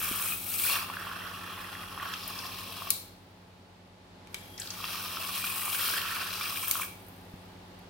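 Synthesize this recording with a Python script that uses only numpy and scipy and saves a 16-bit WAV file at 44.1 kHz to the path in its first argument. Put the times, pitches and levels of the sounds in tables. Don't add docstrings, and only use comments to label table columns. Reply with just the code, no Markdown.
import sys
import numpy as np
from scipy import signal
from scipy.fft import rfft, irfft, next_fast_len
from scipy.io import wavfile
from scipy.ndimage import uniform_filter1d, map_coordinates

SR = 44100
rng = np.random.default_rng(int(sys.argv[2]) if len(sys.argv) > 2 else 0)


def wav_out(sig):
    wavfile.write(sys.argv[1], SR, np.round(np.clip(np.atleast_2d(sig).T, -1, 1) * 32767).astype(np.int16))


N = 348121


def amp(db):
    return 10 ** (np.asarray(db) / 20)


def unit(x):
    return x / np.sqrt(np.mean(x ** 2) + 1e-20)


def along(points, hz):
    f, v = np.transpose(points)
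    return np.interp(np.log(hz + 1), np.log(f + 1), v)


def curves(rows):
    s, *cols = np.transpose(rows)
    return np.array([np.interp(np.arange(N) / SR, s, c) for c in cols])


def wobble(rate):
    knots = rng.standard_normal(int(N * rate / SR) + 4)
    return map_coordinates(knots, [np.arange(N) * rate / SR])


def filtered(x, response):
    m = next_fast_len(x.shape[-1] + 8192)
    spectrum = rfft(x, m) * response(np.fft.rfftfreq(m, 1 / SR))
    return irfft(spectrum, m)[..., :x.shape[-1]]


def coloured(x, colour, size=2048):
    cepstrum = irfft(np.log(amp(along(colour, np.fft.rfftfreq(size, 1 / SR)))))
    cepstrum[1:size // 2] *= 2
    cepstrum[size // 2 + 1:] = 0
    impulse = irfft(np.exp(rfft(cepstrum)))
    return signal.oaconvolve(x, impulse[None], axes=1)[:, :N]


def add(track, s, sound):
    part = track[..., max(round(s * SR), 0):][..., :sound.shape[-1]]
    part += sound[..., :part.shape[-1]]


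def panned(x, left_db):
    return x * amp([[left_db / 2], [-left_db / 2]])


def band(count, hz, sharpness):
    width = hz / sharpness

    def response(f):
        return (1j * f * width / (hz * hz - f * f + 1j * f * width)) ** 2
    return unit(filtered(rng.standard_normal((2, count)), response))


def resonator(hz, width_hz, rate, spread_db):
    struck = rng.random(N) < rate / SR
    strength = amp(spread_db * np.clip(rng.standard_normal(N), -2, 2))
    kicks = struck * strength * np.exp(2j * np.pi * rng.random(N))
    envelope = signal.sosfilt(signal.butter(2, width_hz / 2, fs=SR, output="sos"), kicks)
    carrier = np.exp(2j * np.pi * np.cumsum(np.broadcast_to(hz, N)) / SR)
    return unit((envelope * carrier).real)


# pitch_hz [Hz], level_db [dB rms at the median background]
HUM_TONES = [(48.4, -71), (90.2, -61), (100.3, -59.5), (180.4, -58), (201.6, -75.5), (252.2, -77),
             (270.5, -66.5), (360.7, -69), (380.2, -68.5), (850, -65)]
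# [dB per Hz, relative]
AIR_COLOUR = [(25, -24.5), (45, 0.5), (70, -4.5), (115, -2.5), (200, -0.5), (380, -3.5), (520, -3),
              (850, -3.5), (1300, -9.5), (2300, -12.5), (4300, -14.5), (6500, -24), (11000, -29.5),
              (15500, -36.5)]
# time_s [s], level_db [dB rms of the noise]
BACKGROUND_GAIN = [(0, -50.5), (2.85, -51), (3.2, -56), (3.95, -57), (4.4, -52), (7.89, -52)]
# freq_hz [Hz], left-right likeness [1 = same]
LIKENESS = [(50, 0.97), (150, 0.73), (350, 0.9), (700, 0.14), (2000, 0.042), (8000, .1)]


def background(waver_db=1):
    level_db, = curves(BACKGROUND_GAIN)

    def mid_side(hz):
        turn = np.arccos(np.clip(along(LIKENESS, hz), -1, 1)) / 2
        return amp(along(AIR_COLOUR, hz)) * [np.cos(turn), np.sin(turn)]
    mid, side = filtered(rng.standard_normal((2, N)), mid_side)
    air = unit(np.array([mid + side, mid - side]))
    t = np.arange(N) / SR
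    hum = np.zeros(N)
    for hz, db in HUM_TONES:
        phase = 2 * np.pi * (hz * t + rng.random()) + hz / 600 * wobble(4)
        hum += amp(db + waver_db * wobble(3.055)) * np.sqrt(2) * np.sin(phase)
    return amp(level_db) * air + amp(level_db - np.median(level_db)) * hum


# freq_hz [Hz], t60_s [s to fall 60 dB]
ROOM_DECAY = [(200, 0.56), (1200, 0.47), (4000, 0.59), (8000, .42), (15000, 0.38)]


def room(x):
    hz, t, z = signal.stft(rng.standard_normal((2, SR * 2 // 3)), SR, nperseg=256)
    decay = amp(-60 * t / along(ROOM_DECAY, hz)[:, None])
    tail = signal.istft(z * decay, SR, nperseg=256)[1]
    tail = np.pad(tail, ((0, 0), (SR // 200, 0))) / np.linalg.norm(tail[0])
    return signal.fftconvolve(x, tail, axes=1)[:, :N]


def bubble(t, hz, cycles, rise):
    age = t * hz / cycles
    tone = np.sin(2 * np.pi * hz * t * (1 + rise * np.minimum(age, 2)))
    return tone * amp(-60 * age) * (1 - np.exp(-2 * t * hz))


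# start_s [s], level_db [dB, relative], pitch_hz [Hz]
HAND_BUMPS = [(0.113, -27.5, 245), (7.339, -35, 160)]


def bumps(cycles=2.15):
    track, t = np.zeros(N), np.arange(SR // 10) / SR
    for s, db, hz in HAND_BUMPS:
        add(track, s, amp(db + 15.5) * bubble(t, hz, cycles, 0))
    return track


TOP_HZ = 15900
# pitch_hz [Hz], level_db [dB, relative], t60_s [s]
HANDLE_RING = [(2300, -12.5, 0.018), (3240, -26, .015), (4530, -12, 0.012), (6490, -12.5, 0.013),
               (8790, -0.5, 0.0053), (10400, 0, 0.0058), (11680, -7.5, 0.01), (12800, -8, 0.0074),
               (14700, -14, .008)]
# [dB, relative level of the spring's buzz]
SWITCH_CLICKS = [(2.9042, -4.5, 3.5, -17.5), (4.272, -39, -6.5, -45), (4.3439, -18.5, -6, -32),
                 (6.7115, -7.5, 2.5, -45)]


def switch(crack_t60=0.0049, rattle_db=-21, rattle_t60=0.03, spring_hz=4020, spring_t60=0.31):
    track, t = np.zeros((2, N)), np.arange(SR // 3) / SR
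    for s, db, tilt_db, spring_db in SWITCH_CLICKS:
        ring = np.zeros(len(t))
        for hz, level_db, t60 in HANDLE_RING:
            decay = amp(level_db + rng.normal(0, 1) - 60 * t / t60)
            ring += decay * np.sin(2 * np.pi * (hz * t + rng.random()))
        crack = rng.standard_normal((2, len(t))) * amp(-60 * t / crack_t60)
        rattle = rng.standard_normal((2, len(t))) * amp(rattle_db - 60 * t / rattle_t60)

        def tone(hz):
            tilt = amp(tilt_db * np.log2(np.maximum(hz, 2500) / 8000))
            return tilt * hz ** 2 / (hz ** 2 + 1500 ** 2) * (hz < TOP_HZ)
        attack = 1 - np.exp(-t / 0.002)
        click = unit(filtered((0.32 * ring + crack + rattle) * attack, tone))
        spring = band(len(t), spring_hz, 5) * amp(spring_db - 60 * t / spring_t60)
        add(track, s, amp(db - 31) * click + amp(db - 17.0) * spring)
    return panned(track, 1.5)


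# on_s [s], off_s [s]
MOTOR_RUNS = [(-.2, 2.905), (4.283, 6.712)]
# [dB per Hz, relative]
BRUSH_COLOUR = [(1200, -22.5), (2700, -2), (3300, -3), (3700, -7.5), (5000, -4), (7500, -9.5), (8800, -5.5),
                (9700, -13), (10600, -3.5), (11500, 6), (12100, -9.5), (14500, -3.5), (15600, -7)]
# [dB, relative to the scrape]
HISS_GLIDE = [(.8, 11320, -10), (1.85, 10500, -8.5), (2.2, 11400, -5), (2.9, 11400, -20)]


def motor(db=-56, whine_db=-5.5, flutter_db=2, shaft_hz=48, beat_db=2.0, spin_up=.06, coast=0.0805):
    t = np.arange(N) / SR
    speed = np.zeros(N)
    for on, off in MOTOR_RUNS:
        rising = 1 - np.exp(-np.maximum(t - on, 0) / spin_up)
        speed += rising * np.exp(-np.maximum(t - off, 0) / coast)
    turn = 2 * np.pi * np.cumsum(shaft_hz * speed * (1 + .06 * wobble(5.6))) / SR
    scrape = unit(coloured(rng.standard_normal((2, N)), BRUSH_COLOUR))
    whine_gain = amp(whine_db + flutter_db * wobble(40)) * speed ** 2
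    whine = whine_gain * resonator(3290, width_hz=160, rate=1700, spread_db=2.5)
    hiss_hz, hiss_db = curves(HISS_GLIDE)
    hiss = amp(hiss_db) * resonator(hiss_hz, width_hz=550, rate=3000, spread_db=3)
    return amp(db + beat_db * np.sin(turn)) * speed * (scrape + whine + hiss)


# start_s [s], level_db [dB, relative], pitch_hz [Hz]
SPITS = [(2.137, -33.5, 5150), (2.277, -28, 12500), (2.389, -30.5, 5000), (4.578, -36.5, 5300),
         (4.599, -26.5, 7600), (4.618, -32.5, 4200), (4.672, -32, 4250), (4.704, -27, 5250),
         (6.681, -22, 12900), (7.085, -45.5, 14000), (7.79, -53, 11200)]


def spatter(sharpness=2.47, t60=0.034):
    track, t = np.zeros((2, N)), np.arange(SR // 10) / SR
    for s, db, hz in SPITS:
        add(track, s, amp(db - 2 - 60 * t / t60) * band(len(t), hz, sharpness))
    return track


# start_s [s], level_db [dB before the decay], pitch_hz [Hz]
MUG_RINGS = [(0.322, -25, 2470), (0.676, -24, 2500), (0.704, -24, 2740), (0.727, -26, 2740),
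             (0.754, -23.5, 2760), (5.372, -29.5, 2540), (5.425, -29, 2450), (5.443, -26, 2400),
             (5.471, -25, 2540), (5.498, -27, 2500), (6.412, -26, 2380), (6.571, -26, 2400),
             (6.819, -25.5, 2350), (6.834, -32, 2310)]


def mug_rings(attack=0.00075, t60=0.032):
    track, t = np.zeros(N), np.arange(SR // 10) / SR
    for s, db, hz in MUG_RINGS:
        ring = np.sin(2 * np.pi * hz * t) * (1 - np.exp(-t / attack))
        add(track, s, amp(db - 60 * t / t60) * ring)
    return track


def lesser_gulps(gurgle, hz=1220, scatter_db=2, octaves=0.247, splash_db=-10, per_s=9, over_gurgle_db=6.5):
    rows = []
    for when, strength, pitch in rng.random((int(per_s * N / SR), 3)):
        gurgle_db = 20 * np.log10(gurgle[int(when * N)])
        db = gurgle_db + over_gurgle_db + scatter_db * (2 * strength - 1)
        rows.append((when * N / SR, db, hz * 2 ** (octaves * (2 * pitch - 1)), splash_db))
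    return rows


# [dB relative to the plop, before a shared lift]
BIG_GULPS = [(0.0158, -31, 1250, -1), (0.321, -35, 1200, 8.5), (0.65, -29, 1330, -15),
             (0.7555, -29, 1080, 7), (0.768, -27, 1190, -8), (0.8992, -27.5, 1050, -1),
             (0.969, -25.5, 1510, -14), (1.0696, -27, 1110, -14), (1.1143, -27, 1370, -13),
             (1.7523, -31.5, 1780, -13), (1.9762, -29.5, 1074, -8), (1.9985, -31, 1780, -6),
             (2.0273, -27, 1150, -12), (2.137, -30, 1460, 6), (2.82, -28, 1120, -18),
             (2.8717, -30.5, 1090, -8.5), (4.841, -28.5, 1148, 3.5), (5.17, -26.5, 1240, 0.5),
             (5.441, -26, 1340, -1), (5.679, -27.5, 1102, -10), (5.8868, -25.5, 1280, 2),
             (6.053, -27, 1210, -15), (6.4102, -27.5, 1224, 0), (6.557, -34, 1534, 11.5),
             (6.7545, -24, 1260, -4.5), (6.7969, -25.5, 1130, -19), (6.832, -32, 1570, 1)]
# [dB per Hz, relative]
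SPLASH_COLOUR = [(1200, -43), (2080, -13), (2300, -4.5), (2700, 2.5), (3000, -1.5), (3300, 3), (3700, -5.5),
                 (4600, -29), (8000, -51.5)]


def gulps(gurgle, cycles=13, splash_t60=0.029, splash_gain_db=4):
    plops, splashes, t = np.zeros(N), np.zeros(N), np.arange(SR // 20) / SR
    for s, db, hz, splash_db in list(BIG_GULPS) + lesser_gulps(gurgle):
        plop = bubble(t, hz, cycles, 0.073) * (1 - np.exp(-t / 0.00061))
        add(plops, s, amp(db) * plop / np.abs(plop).max())
        splash_decay = amp(db + splash_db + splash_gain_db - 60 * t / splash_t60)
        add(splashes, s, splash_decay * rng.standard_normal(len(t)))
    return plops + coloured(splashes[None], SPLASH_COLOUR)


# [dB, relative levels of big bubbles, small bubbles and spray]
FIRST_AIR = [(0, -40, -43, -35), (0.28, -43.5, -47, -34.5), (0.41, -54.5, -51, -41),
             (0.54, -52.5, -46.5, -35.5), (0.69, -38, -36, -29), (0.77, -35.5, -38.5, -36.5),
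             (0.88, -45, -54.5, -54), (1.05, -40.5, -54.5, -54.5), (1.92, -45, -55, -56),
             (2.05, -38.5, -51, -51.5), (2.2, -47, -47.5, -51.5), (2.32, -44.5, -47.5, -48.5),
             (2.89, -47, -48.5, -49.5)]
SECOND_AIR = [(4.58, -54, -51, -55), (4.7, -53, -52.5, -53), (4.86, -43, -43, -45), (5.17, -43.5, -44, -44),
              (5.35, -42.5, -42, -38.5), (5.66, -42, -46.5, -36.5), (5.88, -37, -36, -33.5),
              (6.03, -37, -43, -42), (6.25, -41, -43.5, -44), (6.45, -40, -41.5, -41.5),
              (6.62, -45, -46.5, -38), (6.831, -44, -49, -37.5)]


def intake(settle_s=0.063):
    t = np.arange(N) / SR
    level = amp(-120)
    for rows in (FIRST_AIR, SECOND_AIR):
        late = np.maximum(t - rows[-1][0], 0)
        level = level + amp(curves(rows) - 20 * late / settle_s) * (t > rows[0][0])
    return level


def opening(fade_s=.085):
    age = np.arange(N) / SR - SECOND_AIR[0][0]
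    return np.exp(-np.abs(age) / fade_s) * (age > 0)


# time_s [s], pitch_hz [Hz]
POCKET_GLIDE = [(.5, 1300), (.75, 1180), (1.0, 1290), (2.0, 1260), (2.3, 1130), (4.8, 1160), (5.7, 1204),
                (5.98, 1447), (6.7, 1183)]


def pocket_pitch(opening_octaves=.8):
    return curves(POCKET_GLIDE)[0] * 2 ** (opening_octaves * opening())


def lingering(level, life):
    keep = np.exp(-1 / (life * SR))
    return signal.lfilter([1 - keep], [1, -keep], level)


def swarm(colour, rate, hz, octaves, cycles, spread_db, wash, width, size):
    count = int(rate * N / SR)
    when, strength = rng.random((2, count))
    pitch, place = rng.standard_normal((2, count))
    start = (when * N).astype(int)
    pitch = np.minimum(np.broadcast_to(hz, N)[start] * 2 ** (octaves * pitch), SR / 2.5)
    gain = amp(-spread_db * np.log(np.maximum(strength, .02)))
    rings = gain[:, None] * bubble(np.arange(size) / SR, pitch[:, None], cycles, 0.093)
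    at = (start[:, None] + np.arange(size)).ravel()

    def cloud(weight):
        summed = np.bincount(at, (rings * weight).ravel(), N)[:N]
        return unit(summed) + wash * rng.standard_normal(N)
    mid, side = cloud(1), cloud(place[:, None])
    return unit(coloured(np.array([mid + width * side, mid - width * side]), colour))


def swirled(x, depth_db):
    z = signal.stft(x, nperseg=512)[2]
    field = rng.standard_normal(z.shape[1:])
    for _ in range(2):
        field = uniform_filter1d(field, size=3, axis=0)
        field = uniform_filter1d(field, size=35, axis=1)
    return signal.istft(z * amp(depth_db * unit(field)), nperseg=512)[1][:, :N]


# [dB per Hz, relative]
GURGLE_COLOUR = [(300, -28.5), (480, -12), (640, -5), (800, -9), (950, -10.5), (1100, 2.5), (1300, -9),
                 (1550, -1.5), (1850, 2.5), (2100, -3.5), (2600, -30), (4000, -57)]
FIZZ_COLOUR = [(2500, -26), (3450, -4.5), (4000, 3), (4500, -1), (5100, 2), (5700, 1.5), (6400, -7.5),
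               (7400, -4), (9000, -24.5), (14000, -56)]
SPRAY_COLOUR = [(3000, -63), (6000, -7.5), (7400, -8.5), (8700, 0.5), (9900, -3.5), (11300, 1.5),
                (12400, 0.5), (13500, 0.5), (14400, 1.5), (15600, 4), (16500, -7.5)]


def churn(level, throb_db=0.95, whirl_hz=45, surge_db=0.5, usual_db=-42, splash_db=-44.5, wall_db=-52,
          opening_db=8, overtone_ratio=1.9, overtone_db=-3, froth_db=-20, froth_life_s=0.48):
    whirl = np.sin(2 * np.pi * np.cumsum(whirl_hz * (1 + 0.13 * wobble(12))) / SR)
    gurgle, fizz, spray = level * amp(throb_db * whirl + 1.37 * wobble(70))
    gurgle = gurgle * amp(surge_db * wobble(14))

    more_gurgle, more_fizz, more_spray = gurgle / amp(usual_db), fizz / amp(usual_db), spray / amp(usual_db)
    splash = amp(splash_db + surge_db * wobble(15)) * more_gurgle ** .6 * more_fizz ** .25 * more_spray ** .15
    strikes = amp(wall_db + surge_db * wobble(12)) * more_gurgle ** .42 * more_spray ** 0.66
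    wall = strikes * resonator(2380, width_hz=290, rate=350, spread_db=5)

    pocket_hz = pocket_pitch()
    overtone = resonator(overtone_ratio * pocket_hz, width_hz=350, rate=450, spread_db=1)
    overtone = amp(overtone_db) * opening() * overtone
    pocket = resonator(pocket_hz, width_hz=277, rate=450, spread_db=3.0) + overtone
    pocket = gurgle * amp(-6.5 + opening_db * opening()) * pocket

    big = gurgle ** 1.353 * amp(9.5) * swarm(
        GURGLE_COLOUR, rate=600, hz=pocket_hz, octaves=0.39, cycles=19.4,
        spread_db=3.0, wash=1.0, width=0.43, size=640)
    medium = splash * swarm(
        SPLASH_COLOUR, rate=900, hz=2850, octaves=0.22, cycles=18.5,
        spread_db=0.5, wash=0.79, width=.25, size=320)
    small = fizz * amp(-1) * swarm(
        FIZZ_COLOUR, rate=1200, hz=4760, octaves=0.38, cycles=28,
        spread_db=0.5, wash=0.8, width=0.46, size=192)
    mist = spray * amp(0.5) * swarm(
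        SPRAY_COLOUR, rate=3500, hz=11870, octaves=0.54, cycles=6.9,
        spread_db=1.5, wash=0.6, width=0.82, size=48)
    froth = amp(froth_db) * lingering(level[2], froth_life_s) * swarm(
        SPRAY_COLOUR, rate=400, hz=11000, octaves=.3, cycles=20,
        spread_db=3, wash=1, width=.8, size=96)
    slosh = gurgle * fizz * amp(17) * resonator(500, width_hz=270, rate=200, spread_db=1.5)
    return pocket + wall + slosh + swirled(big + medium + small + mist + froth, depth_db=1.0)


# freq_hz [Hz], left_db [dB left over right]
MUG_LEAN = [(600, 5.5), (1200, -1.5), (1800, -7), (2700, 1.5), (5500, 2.5), (9000, 1), (11500, 1.5),
            (13500, 8.5), (15500, 4.5)]


def scene():
    level = intake()
    water = churn(level) + gulps(level[0]) + mug_rings() + spatter() + motor()
    clicks = switch()

    def lean(hz):
        return amp(along(MUG_LEAN, hz) * np.array([[.5], [-.5]]))
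    mug = filtered(water + room(amp(-6.5) * water), lean)
    hand_shade = [(2500, -6), (6000, -7.0), (12000, -6.5)]  # (Hz, dB)
    shaded = filtered(clicks, lambda hz: amp(along(hand_shade, hz)))
    return mug + clicks + room(shaded) + bumps() + background()


def record(dry):
    return filtered(dry, lambda hz: hz < TOP_HZ)


dry = scene()
out = record(dry)
wav_out(out)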